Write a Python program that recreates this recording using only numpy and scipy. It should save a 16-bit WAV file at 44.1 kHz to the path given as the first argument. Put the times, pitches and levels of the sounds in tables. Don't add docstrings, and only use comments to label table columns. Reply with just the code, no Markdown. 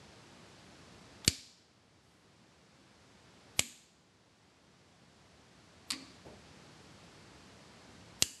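import sys
import numpy as np
from scipy import signal
from scipy.fft import rfft, irfft
from scipy.io import wavfile
from scipy.ndimage import uniform_filter1d

SR = 44100
rng = np.random.default_rng(int(sys.argv[2]) if len(sys.argv) > 2 else 0)


def dump(signal):
    limited = np.clip(np.atleast_2d(signal).T, -1, 1)
    pcm = np.round(limited * 32767).astype(np.int16)
    wavfile.write(sys.argv[1], SR, pcm)


def voltage_ratio(decibels):
    exponent = np.asarray(decibels, float) / 20
    return 10 ** exponent


N = 370440


def unit(x):
    return x / np.sqrt(np.mean(x ** 2) + 1e-20)


def along(points, hz):
    point_hz, value = np.transpose(points)
    return np.interp(np.log(hz + 1), np.log(point_hz + 1), value)


def coloured(x, spectrum):
    size = 2048
    level = voltage_ratio(along(spectrum, np.fft.rfftfreq(size, 1 / SR)))
    cepstrum = irfft(np.log(np.maximum(level, 1e-3)))
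    cepstrum[1:size // 2] *= 2
    cepstrum[size // 2 + 1:] = 0
    pulse = irfft(np.exp(rfft(cepstrum)))
    return signal.fftconvolve(x, pulse / np.linalg.norm(pulse))[:len(x)]


def band(hz, width_hz, count):
    f = np.fft.rfftfreq(count, 1 / SR)
    resonance = f / (hz * hz - f * f + 1j * f * width_hz + 1e-9)
    return unit(irfft(rfft(rng.standard_normal(count)) * resonance, count))


def add(track, s, sound):
    part = track[round(s * SR):][:len(sound)]
    part += sound[:len(part)]


# (pitch_hz, level_db per Hz)
HUSH = [(18, -52), (30, -36), (46, -18), (69, -1.5), (179, -1.5), (236, -4.5), (361, -5.5), (410, -7.5),
        (988, -11.5), (1270, -13), (3060, -17), (4820, -17.5), (7960, -25.5), (11300, -35), (12200, -39),
        (15900, -68.5), (22000, -120)]
# (pitch_hz, width_hz, level_db)
FAN = [
    (179.7, 23, -70),
    (4460, 240, -80.5),
    (7650, 120, -83.5),
]
# (start_s, end_s, level_db)
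RUSTLE = (2.02, 2.3, -72)


def hush():
    t = np.arange(N) / SR
    hush_db = -56.5
    broad = voltage_ratio(hush_db) * unit(coloured(rng.standard_normal(N), HUSH))
    bands = sum(voltage_ratio(db) * band(hz, width, count=N) for hz, width, db in FAN)
    start, end, db = RUSTLE
    progress = np.clip((t - start) / (end - start), 0, 1)
    stroke = np.sin(np.pi * progress ** 0.48) ** .5
    return broad + bands + voltage_ratio(db) * stroke * band(9000, width_hz=6000, count=N)


# (start_s, level_db, t60_s, the time to fade by 60 dB)
KNOCKS = [
    (6.250, -44, 0.33),
    (6.289, -52, 0.24),
    (6.325, -50.5, 0.22),
]
# (pitch_hz, level_db per Hz)
KNOCK = [(35, -35), (60, -7), (140, -8), (354, -7), (393, -5.5), (542, -10.5), (750, -13), (1300, -31),
         (2000, -34), (9000, -47)]


def knocks():
    out, t = np.zeros(N), np.arange(SR // 2) / SR
    for s, db, t60 in KNOCKS:
        noise = unit(coloured(rng.standard_normal(len(t)), KNOCK))
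        swell = 1 - np.exp(-t / 0.005)
        add(out, s, voltage_ratio(db - 60 * t / t60) * swell * noise)
    return out


# (start_s, pitch_hz, width_hz, level_db,
# t60_s)
SPRING = [(5.93, 1150, 14, -58, 0.8), (5.918, 2360, 25, -55, 0.63), (5.918, 4400, 40, -49, 0.48),
          (5.918, 4740, 25, -49, 0.51), (8.226, 2910, 90, -50, 0.81), (8.226, 9000, 60, -48, 0.43),
          (1.28, 2334, 60, -54, 0.83), (8.226, 4600, 300, -53, 0.66), (8.2245, 2850, 60, -27.5, 0.034),
          (8.2245, 4575, 60, -27, .035), (8.2245, 7850, 89, -28, .04), (1.2805, 4500, 87, -26, .03),
          (1.2895, 4550, 80, -32, .03)]


def springs():
    out, t = np.zeros(N), np.arange(SR // 2) / SR
    for s, hz, width, db, t60 in SPRING:
        add(out, s, voltage_ratio(db - 60 * t / t60) * band(hz, width, count=len(t)))
    return out


def overshoot(x, hz, damping):
    jf = 1j * np.fft.rfftfreq(len(x), 1 / SR) / hz
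    return irfft(rfft(x) * jf ** 2 / (jf ** 2 + damping * jf + 1), len(x))


# (start_s, level_db, direction as a sign, width_s)
BOARDS = [
    (1.2785, -16, -1, 0.0028),
    (3.5930, -26, -1, 0.003),
    (5.918, -41, -1, 0.0022),
    (8.2238, -21.5, 1, 0.0015),
]
# (level_db, pitch_hz)
RACK = [
    (-44.5, 270),
    (-42.5, 244.3),
    (-41, 266),
    (-47.5, 265),
]


def boards():
    out, t = np.zeros(N), np.arange(SR // 2) / SR
    for (s, push_db, direction, width), (hum_db, hum_hz) in zip(BOARDS, RACK):
        bump = np.sin(np.pi * np.clip(t / width, 0, 1)) ** 2
        push = np.sign(direction) * voltage_ratio(push_db) * bump
        swell = 1 - np.exp(-(t / 0.0097) ** 2)
        steady = 0.54 * np.sin(2 * np.pi * hum_hz * t)
        wavering = .75 * band(hum_hz, width_hz=45, count=len(t))
        hum = voltage_ratio(hum_db - 60 * t / 0.56) * swell * (steady + wavering)
        add(out, s, overshoot(push, hz=78.7, damping=.45) + hum)
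    return out


def case(points):
    skirt_hz, skirt_db = 15900, -32.5
    return [*points, (skirt_hz, points[-1][-1] + skirt_db)]


# (pitch_hz, t60_s)
ROOM = [(300, .6), (1500, 0.59), (3000, 0.87), (5000, 0.94), (8000, 0.71), (12000, 0.57)]


def room_tail():
    hz, t, z = signal.stft(rng.standard_normal(SR // 2), SR, nperseg=256)
    fade = voltage_ratio(-60 * t / along(ROOM, hz)[:, None])
    tail = signal.istft(z * fade, SR, nperseg=256)[1]
    tail *= 1 - np.exp(-(np.arange(len(tail)) / SR / .016) ** 2)
    return tail / np.linalg.norm(tail)


# (delay_s, level_db)
WALLS = [
    (.0108, -3),
    (.0145, -5),
    (.019, -6),
    (.027, -7),
]
# (start_s, wall_db, room_db)
ANSWERS = [
    (1.2785, -29, -19.5),
    (3.5932, -29, -20.5),
    (5.918, -35, -32.5),
    (8.2238, -36, -21),
    (1.246, -61, -48.5),
]
# (pitch_hz, level_db per Hz)
PULL_FAR = [
    [(710, -48), (1200, -18), (1400, -22.5), (1640, -9.5), (2030, -14), (2300, -6.5), (2740, -10),
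     (4580, -1), (5600, -5), (6300, -8.5), (7160, -4), (10100, -18), (11200, -13)],
    [(710, -46), (1200, -12.5), (1390, -22), (1700, -6.5), (1910, -12.5), (2260, -5.5), (4500, -7),
     (5600, -13), (6950, -1.5), (8440, -5.5), (10300, -18.5), (11600, -9)],
    [(710, -40.5), (1200, -22), (1510, -20), (1650, -8), (2130, -16), (2820, -7), (3660, -15), (4810, -5),
     (5460, -12.5), (7160, -1.5), (9670, -13.5), (12200, -12)],
]
# (pitch_hz, level_db per Hz)
SOFT_FAR = [
    [(470, -43), (800, -22), (994, -16), (1140, -2), (1450, -14), (2110, -4.5), (3070, -10.5), (4700, -4),
     (5560, -13), (7650, -11), (12200, -29)],
    [(410, -45.5), (700, -16.5), (2150, -6.5), (2700, -14.5), (3520, 2), (4060, -12.5), (7750, -11),
     (9050, -22), (12200, -23)],
]
BY_RELAY_FAR = [*PULL_FAR[:2], SOFT_FAR[0], PULL_FAR[2], SOFT_FAR[1]]


def workshop():
    out, t = np.zeros(N), np.arange(SR // 20) / SR
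    for (s, wall_db, room_db), colour in zip(ANSWERS, BY_RELAY_FAR):
        echo = voltage_ratio(room_db + 16) * room_tail()
        burst_shape = voltage_ratio(-60 * t / .035) * (1 - np.exp(-t / .0008))
        scatter = rng.standard_normal((len(WALLS), len(t))) * burst_shape
        for (delay, db), burst in zip(WALLS, scatter):
            add(echo, delay, voltage_ratio(wall_db + db) * burst)
        add(out, s, coloured(echo, case(colour)))
    return out


# (start_s, peak level_db, chatter t60_s, relay number)
IMPACTS = [(1.2465, -33, .012, 4), (1.2482, -30, .015, 4), (1.2777, -6.5, 0.007, 0),
           (1.2789, -5, 0.0048, 0), (1.2798, -8.5, .003, 0), (1.281, -13.5, 0.024, 0),
           (3.5920, -20.5, 0.012, 1), (3.5932, -10.5, 0.0063, 1), (3.5941, 1, 0.003, 1),
           (3.5945, -10.5, 0.01, 1), (3.5965, -15.5, .02, 1), (5.9043, -16, 0.014, 2),
           (5.9080, -14, 0.016, 2), (5.9186, -20, 0.023, 2), (5.9250, -29, 0.059, 5),
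           (5.9292, -31.5, 0.054, 5), (5.938, -35.5, 0.05, 5), (8.2239, -2, 0.0037, 3),
           (8.2249, -9, 0.0056, 3), (8.2248, -10.5, 0.0035, 3), (8.227, -18.5, 0.022, 3)]
# (pitch_hz, level_db per Hz)
PULL_NEAR = [
    [(410, -38), (700, -16.5), (990, -28), (1900, -12), (2840, -8.5), (3650, -12.5), (4520, -3.5),
     (5610, -11.5), (7750, -6), (9380, -16.5), (11500, -15.5)],
    [(290, -21), (500, -12), (1360, -19), (2150, -6.5), (4030, -9), (4540, -7), (6260, -9), (7250, -6),
     (10500, -14.5), (11600, -10.5)],
    [(410, -56), (700, -21.5), (1050, -21), (1780, -7.5), (2290, -9.5), (3010, -0.5), (4420, -0.5),
     (5600, -2.5), (7940, 0.5), (10300, -13), (11900, -12)],
]
# (pitch_hz, level_db per Hz)
SOFT_NEAR = [
    [(410, -59), (700, -33), (1140, -11.5), (1470, -24), (2130, -14.5), (3440, -12.5), (4500, -4),
     (6170, -21), (7660, -10), (8430, -15), (12200, -23)],
    [(410, -47.5), (700, -15), (2150, -7.5), (2700, -12.5), (3520, 2), (4060, -11), (7750, -11),
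     (9050, -22), (12200, -21)],
    [(410, -44), (700, -16), (1040, -4), (1490, -13), (1960, 4), (3050, -7.5), (4750, 1), (5750, -14),
     (12200, -34)],
]
BY_RELAY_NEAR = [*PULL_NEAR[:2], SOFT_NEAR[0], PULL_NEAR[2], *SOFT_NEAR[1:]]


def relays():
    out, t = np.zeros(N), np.arange(SR // 20) / SR
    for s, db, t60, relay in IMPACTS:
        decay = voltage_ratio(-60 * t / t60)
        chatter = rng.standard_normal(len(t)) * decay
        chatter *= 0.49 * np.linalg.norm(decay) / np.linalg.norm(chatter)
        chatter[0] = -1.3
        tones = rfft(chatter)
        evenness = unit(uniform_filter1d(np.abs(tones), size=25))
        blow = irfft(tones / evenness, len(t)) * (t < t[-1] / 2)
        add(out, s, voltage_ratio(db) * coloured(blow, case(BY_RELAY_NEAR[round(relay)])))
    panel_s, panel_db, panel_t60_s = .0110, -18.5, 0.0072
    blur = np.sign(rng.standard_normal(len(t))) * voltage_ratio(-60 * t / panel_t60_s)
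    echo = signal.fftconvolve(out, blur / np.linalg.norm(blur))[:N]
    add(out, panel_s, voltage_ratio(panel_db) * echo)
    return out


def scene():
    clicks = relays() + workshop()
    ringing = boards() + springs()
    return (clicks + ringing + knocks() + hush())[None]


# (click start_s, level_db)
SMEAR = [
    (1.278, -50.5),
    (3.593, -51),
    (5.904, -61),
    (8.2235, -51),
]


def smear():
    out, t = np.zeros(N), np.arange(SR // 25) / SR
    for s, db in SMEAR:
        broad = band(5000, width_hz=14000, count=len(t))
        edge = 0.8 * band(11950, width_hz=300, count=len(t))
        add(out, s - t[-1], (t / t[-1]) ** 1.7 * voltage_ratio(db) * (broad + edge))
    return out


LOUD_S = [
    1.278,
    3.592,
    8.223,
]


def gain_db():
    rest_db, ducked_db, climb_db_per_s = -.5, -11.5, 4
    fast_share, fast_s, slow_s, hold_s = .4, .012, 0.12, .32
    t = np.arange(N) / SR
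    gain = np.full(N, float(rest_db))
    for s in LOUD_S:
        since, before = np.maximum(t - s, 0), gain[round(s * SR)]
        sinking = np.minimum(since, hold_s)
        fast = fast_share * np.exp(-sinking / fast_s)
        slow = (1 - fast_share) * np.exp(-sinking / slow_s)
        climb = climb_db_per_s * (since - sinking)
        after = ducked_db + (before - ducked_db) * (fast + slow) + climb
        gain = np.where(t < s, gain, np.minimum(after, rest_db))
    return gain


def band_limit(x):
    return signal.sosfilt(signal.butter(12, 12360, fs=SR, output="sos"), x)


def record(dry):
    ducked = smear() + dry * voltage_ratio(gain_db())
    hz = np.fft.rfftfreq(N, 1 / SR)
    low_cut = 1 / np.sqrt(1 + (50 / (hz + 1)) ** 8)
    top_hz = 12080
    slope = np.clip((top_hz - hz) / 120 + .5, 0, 1) ** 2
    limit = np.maximum(slope, voltage_ratio(-30) * (hz < 16500))
    return band_limit(irfft(rfft(ducked) * low_cut * limit, N))


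dry = scene()
out = record(dry)
dump(out)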